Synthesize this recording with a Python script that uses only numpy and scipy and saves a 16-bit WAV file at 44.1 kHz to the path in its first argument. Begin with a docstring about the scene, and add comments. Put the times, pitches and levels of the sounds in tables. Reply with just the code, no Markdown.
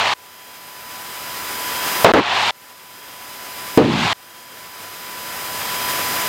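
"""A clipped scrap of cabin roar, then hiss and thin electrical whines: a light airplane's intercom in cruise.
Air buffets the boom microphone, twice in quick succession while a hand shields it, then once more.
Each buffet is a pop, rumbling noise of falling pitch and a rasp; the roar is throbbing noise and engine tones.
The squelch lets the microphone through at set times over a steady line of noise and sines.
Gain control clamps down on every burst, then slowly lets the hiss swell back."""
import sys
import numpy as np
from scipy import signal
from scipy.fft import rfft, irfft
from scipy.io import wavfile

SR = 44100
rng = np.random.default_rng(int(sys.argv[2]) if len(sys.argv) > 2 else 0)


def unload_audio(sound):
    """Save the sound as a 16-bit wav file, at the path given as the first command line argument."""
    columns = np.transpose(np.atleast_2d(sound))
    # keep every value between -1 and 1, then stretch to whole-number steps
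    steps = np.round(np.clip(columns, -1, 1) * 32767)
    wavfile.write(sys.argv[1], SR, steps.astype(np.int16))


N = 276948
TIME = np.arange(N) / SR

# Air buffets on the capsule; rasp is relative to the eddies:
# start_s, steady_s, level_db, fall_db_per_s, first_centre_hz, last_centre_hz, rasp_db
AIR_BUFFETS = [(2.0453, 0.098, 27.5, 900, 473, 300, -8.5), (2.135, 0.06, 33.5, 900, 397, 170, -4),
               (3.776, 0.041, 28, 107, 315, 110, -30)]
# Pop of the diaphragm that starts each buffet: start_s, height_db, pitch_hz, t60_s
DIAPHRAGM_POPS = [(2.0455, 32, 650, .05), (2.1367, 38.5, 332, 0.048), (3.7751, 30.5, 273, .07)]
# Colour of the air rasping in the foam cover: frequency_hz, density_db_per_hz (relative)
RASP_COLOUR = [(300, -28), (750, -2.5), (1250, 2), (2100, -4.5), (3500, -16), (8000, -47)]
# Times when the squelch is open: start_s, end_s
SQUELCH_OPEN = [(-.1, .137), (2.0455, 2.119), (2.137, 2.508), (3.7753, 4.130)]
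# Shielding of the microphone by a turn of the head, later by a hand:
# start_s, end_s, clearing_s, depth (0-1)
MIC_SHIELDS = [(0, 0.03, 0.12, 0.16), (1.754, 2.193, .2, 0.99)]
# Colour of the cabin through the microphone: frequency_hz, density_db_per_hz (relative)
CABIN_COLOUR = [(40, -46.5), (100, -22), (300, -17.5), (520, -12), (820, 2), (1060, -0.5), (1350, -5),
                (3000, -4.5), (4200, -9), (5500, -18), (7200, -23), (10000, -34.5), (15500, -42)]
# Engine drone, relative to the roar or to the hum level: multiple of the crank pitch, level_db
ENGINE_DRONE = [(2, -45), (3, -27), (4, -39), (6, -33.5), (7, -32.5), (12, -27)]
# Colour of the line hiss: frequency_hz, density_db_per_hz (relative)
HISS_COLOUR = [(25, -19), (60, -7.5), (150, -4), (400, -2), (800, 0.5), (1700, 1), (2600, -2), (4000, -5.5),
               (7000, -7.5), (11000, -8.5), (15800, -12)]
# Whine of the electrics: multiple of the whine pitch, level_db
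WHINE_PARTIALS = [(1, -31), (2, -44.5), (3, -42.5), (4, -47), (5, -35.5)]
# Ignition buzz: multiple of the buzz pitch, level_db
BUZZ_PARTIALS = [(3, -47.5), (4, -56), (5, -48.5), (6, -43.5), (7, -45), (8, -48), (9, -48), (14, -58)]

# All source levels are rms dB ahead of the gain control
ROAR_DB, ROAR_TREBLE_DB = 11, 1
SHIELD_DB, SHIELD_TREBLE_DB = 10, -25  # full shielding makes the roar louder and duller
HISS_DB, SUPPLY_DB, HUM_DB = -22.5, -30.5, -24
CRANK_HZ, WHINE_HZ, BUZZ_HZ, SUPPLY_HZ, STROBE_HZ = 33.5, 996.8, 194.3, 14138.7, 3236
# Slow stage of the gain control: usual depth, share taken of any deeper cut, recovery
SLOW_DEPTH_DB, SLOW_SHARE, SLOW_DB_PER_S = 19.5, 0.33, 12.5
CUTOFF_HZ = 15900


def buffets(slowing_s=0.066, width=1.68, shove_db=-17, shove_hz=230, flutter_db=1.0, vent_hz=50):
    """Gusts rumble and rasp, deeper as the air slows; the capsule's vent lets out the lowest part."""
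    out = np.zeros(N)
    age = TIME[:SR // 2]
    for start, steady, level_db, fall_db, first_hz, last_hz, rasp_db in AIR_BUFFETS:
        centre_hz = last_hz + (first_hz - last_hz) * np.exp(-age / slowing_s)
        air, push = rng.standard_normal((2, len(age)))
        # two passes steepen the band
        band = moving_band(moving_band(air, centre_hz, width), centre_hz, width)
        eddies = rms_one(band / np.sqrt(centre_hz))
        shove = from_db(shove_db) * rms_one(butter(push, shove_hz, "low"))
        rasp = from_db(rasp_db) * noise(RASP_COLOUR)[:len(age)]
        flutter = flutter_db * drift(50)[:len(age)]
        force_db = level_db - fall_db * np.maximum(age - steady, 0) + flutter
        add(out, start, from_db(force_db) * (eddies + shove + rasp))
    add_pops(out, age)
    return butter(out, vent_hz, "high")


def add_pops(out, age):
    """The diaphragm is knocked and rings down as a decaying sine, first swing negative."""
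    for start, height_db, hz, t60 in DIAPHRAGM_POPS:
        decay = np.exp(-np.log(1000) * age / t60)
        add(out, start, -from_db(height_db) * decay * np.sin(2 * np.pi * hz * age))


def cabin(treble_hz=4500, throb=0.056):
    """Slipstream and engine through the noise-cancelling capsule; the roar throbs with the firings."""
    shielded = shielding()
    level_db = ROAR_DB + SHIELD_DB * shielded
    treble_db = ROAR_TREBLE_DB + SHIELD_TREBLE_DB * shielded
    roar = noise(CABIN_COLOUR) * (1 + throb * tones(CRANK_HZ, [(3, 0)]))
    # a shelf: the treble alone is raised or lowered
    roar = roar + (from_db(treble_db) - 1) * butter(roar, treble_hz, "high", order=1)
    drone = tones(CRANK_HZ + 0.093 * drift(4.9), ENGINE_DRONE)
    return from_db(level_db) * (roar + drone)


def shielding():
    """How closely the microphone is shielded, 0 to 1: on at once, cleared along a ramp."""
    closeness = np.zeros(N)
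    for start, end, clearing_s, depth in MIC_SHIELDS:
        clearing = np.clip(1 - (TIME - end) / clearing_s, 0, 1)
        closeness += depth * (TIME >= start) * clearing
    return closeness


def line():
    """Coloured noise and gently wandering sines: hiss, whines and engine hum always on the wire."""
    hiss = from_db(HISS_DB + 0.67 * drift(12)) * noise(HISS_COLOUR)
    whine = tones(WHINE_HZ + 0.26 * drift(2.0), WHINE_PARTIALS) * from_db(0.84 * drift(16))
    buzz = tones(BUZZ_HZ + 0.3 * drift(1.99), BUZZ_PARTIALS)
    supply = tones(SUPPLY_HZ + 0.54 * drift(1), [(1, SUPPLY_DB)])
    hum = from_db(HUM_DB) * tones(CRANK_HZ + 0.194 * drift(3), ENGINE_DRONE)
    return hiss + whine + buzz + supply + hum + strobe()


def strobe(first_s=0.18, period_s=1.34, charge_s=0.36, charging_db=-35.961, idle_db=-43.961, wander_hz=3):
    """A thin whine swells at regular intervals, as of a strobe light recharging after each flash."""
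    is_charging = 1. * ((TIME - first_s) % period_s < charge_s)
    level_db = idle_db + (charging_db - idle_db) * lag(is_charging, 0.025)
    return from_db(level_db) * tones(STROBE_HZ + wander_hz * drift(2.1), [(1, 0)])


def scene(headroom_db=37, leak_db=-52, closing_s=0.00066):
    """The microphone amplifier saturates, and the squelch gates it onto one wire for both ears."""
    is_open = 1. * sum((TIME >= start) & (TIME < end) for start, end in SQUELCH_OPEN)
    gate = np.maximum(is_open, lag(is_open, closing_s))  # opens at once, closes softly
    headroom = from_db(headroom_db)
    microphone = headroom * np.tanh((buffets() + cabin()) / headroom)
    wire = line() + np.maximum(gate, from_db(leak_db)) * microphone
    return np.tile(wire, (2, 1))


def gain_control(x, threshold_db=-10.5, slope=0.93, attack_s=0.0013, settle_s=0.033, late_share=0.25,
                 fast_db_per_s=110):
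    """A fast stage catches the peaks; a slow stage holds most of the cut and lets go gradually."""
    level_db = 20 * np.log10(np.abs(x) + 1e-9)
    over_db = slope * np.maximum(level_db - threshold_db, 0)
    fast_db = release(over_db, fast_db_per_s)
    held_db = lag(fast_db, settle_s)
    deeper_db = np.maximum(held_db - SLOW_DEPTH_DB, 0)
    slow_db = release(np.minimum(held_db, SLOW_DEPTH_DB) + SLOW_SHARE * deeper_db, SLOW_DB_PER_S)
    cut_db = np.maximum(fast_db, slow_db)
    # part of the cut comes late, so every burst overshoots at first
    prompt_db = (1 - late_share) * lag(cut_db, attack_s)
    late_db = late_share * lag(cut_db, settle_s)
    return x * from_db(-prompt_db - late_db)


def record(dry, coupling_hz=50):
    """Gain control, overload on whatever outruns it, a coupling capacitor, and the top cut."""
    overloaded = np.clip(gain_control(dry[0]), -1, 1)
    wire = np.clip(butter(overloaded, coupling_hz, "high", order=1), -1, 1)
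    top_cut = signal.ellip(12, .1, 70, CUTOFF_HZ, fs=SR, output="sos")
    return np.tile(signal.sosfilt(top_cut, wire), (2, 1))


def from_db(db):
    """Decibels to gain."""
    return 10 ** (np.asarray(db) / 20)


def rms_one(x):
    """Scale to unit rms."""
    return x / np.sqrt(np.mean(x ** 2) + 1e-20)


def butter(x, hz, kind, order=2):
    """Causal low- or high-pass."""
    return signal.sosfilt(signal.butter(order, hz, kind, fs=SR, output="sos"), x)


def moving_band(x, hz, width, size=128):
    """Two-pole resonance whose centre moves; its width is a share of the centre."""
    out, state = np.zeros(len(x)), np.zeros(2)
    for i in range(0, len(x), size):
        w = 2 * np.pi * hz[i] / SR
        r = np.exp(-.5 * w * width)
        poles = [1, -2 * r * np.cos(w), r * r]
        out[i:i + size], state = signal.lfilter([1], poles, x[i:i + size], zi=state)
    return np.diff(out, prepend=0) * hz / SR  # the difference thins the lows


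def noise(colour):
    """Steady noise with the given colour; rms 1."""
    hz, level_db = np.transpose(colour)
    bins_hz = np.maximum(np.fft.rfftfreq(N, 1 / SR), 1)
    gain = from_db(np.interp(np.log(bins_hz), np.log(hz), level_db))
    return rms_one(irfft(rfft(rng.standard_normal(N)) * gain, N))


def tones(hz, partials):
    """Sines on multiples of one pitch, each at its rms level and a random phase."""
    phase = 2 * np.pi * np.cumsum(hz * np.ones(N)) / SR
    out = np.zeros(N)
    for multiple, level_db in partials:
        peak = np.sqrt(2) * from_db(level_db)
        out += peak * np.sin(multiple * phase + rng.uniform(0, 2 * np.pi))
    return out


def drift(rate, size=64):
    """Slow random wander, about `rate` turns a second; rms 1."""
    knots_s = np.arange(0, N + size, size) / SR
    bins_hz = np.fft.rfftfreq(len(knots_s), size / SR)
    spectrum = rfft(rng.standard_normal(len(knots_s))) / (1 + (bins_hz / rate) ** 2)
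    return np.interp(TIME, knots_s, rms_one(irfft(spectrum, len(knots_s))))


def lag(x, seconds):
    """One-pole smoothing that starts already settled on the mean of the first 10 ms."""
    r = np.exp(-1 / (seconds * SR))
    return signal.lfilter([1 - r], [1, -r], x + 1e-18, zi=[r * x[:SR // 100].mean()])[0]


def release(cut_db, db_per_s):
    """Follows every rise at once and sinks at a steady rate."""
    return np.maximum.accumulate(cut_db + db_per_s * TIME) - db_per_s * TIME


def add(out, start, sound):
    """Mix a sound in from a given second."""
    i = round(start * SR)
    out[i:i + len(sound)] += sound[:N - i]


dry = scene()
out = record(dry)
unload_audio(out)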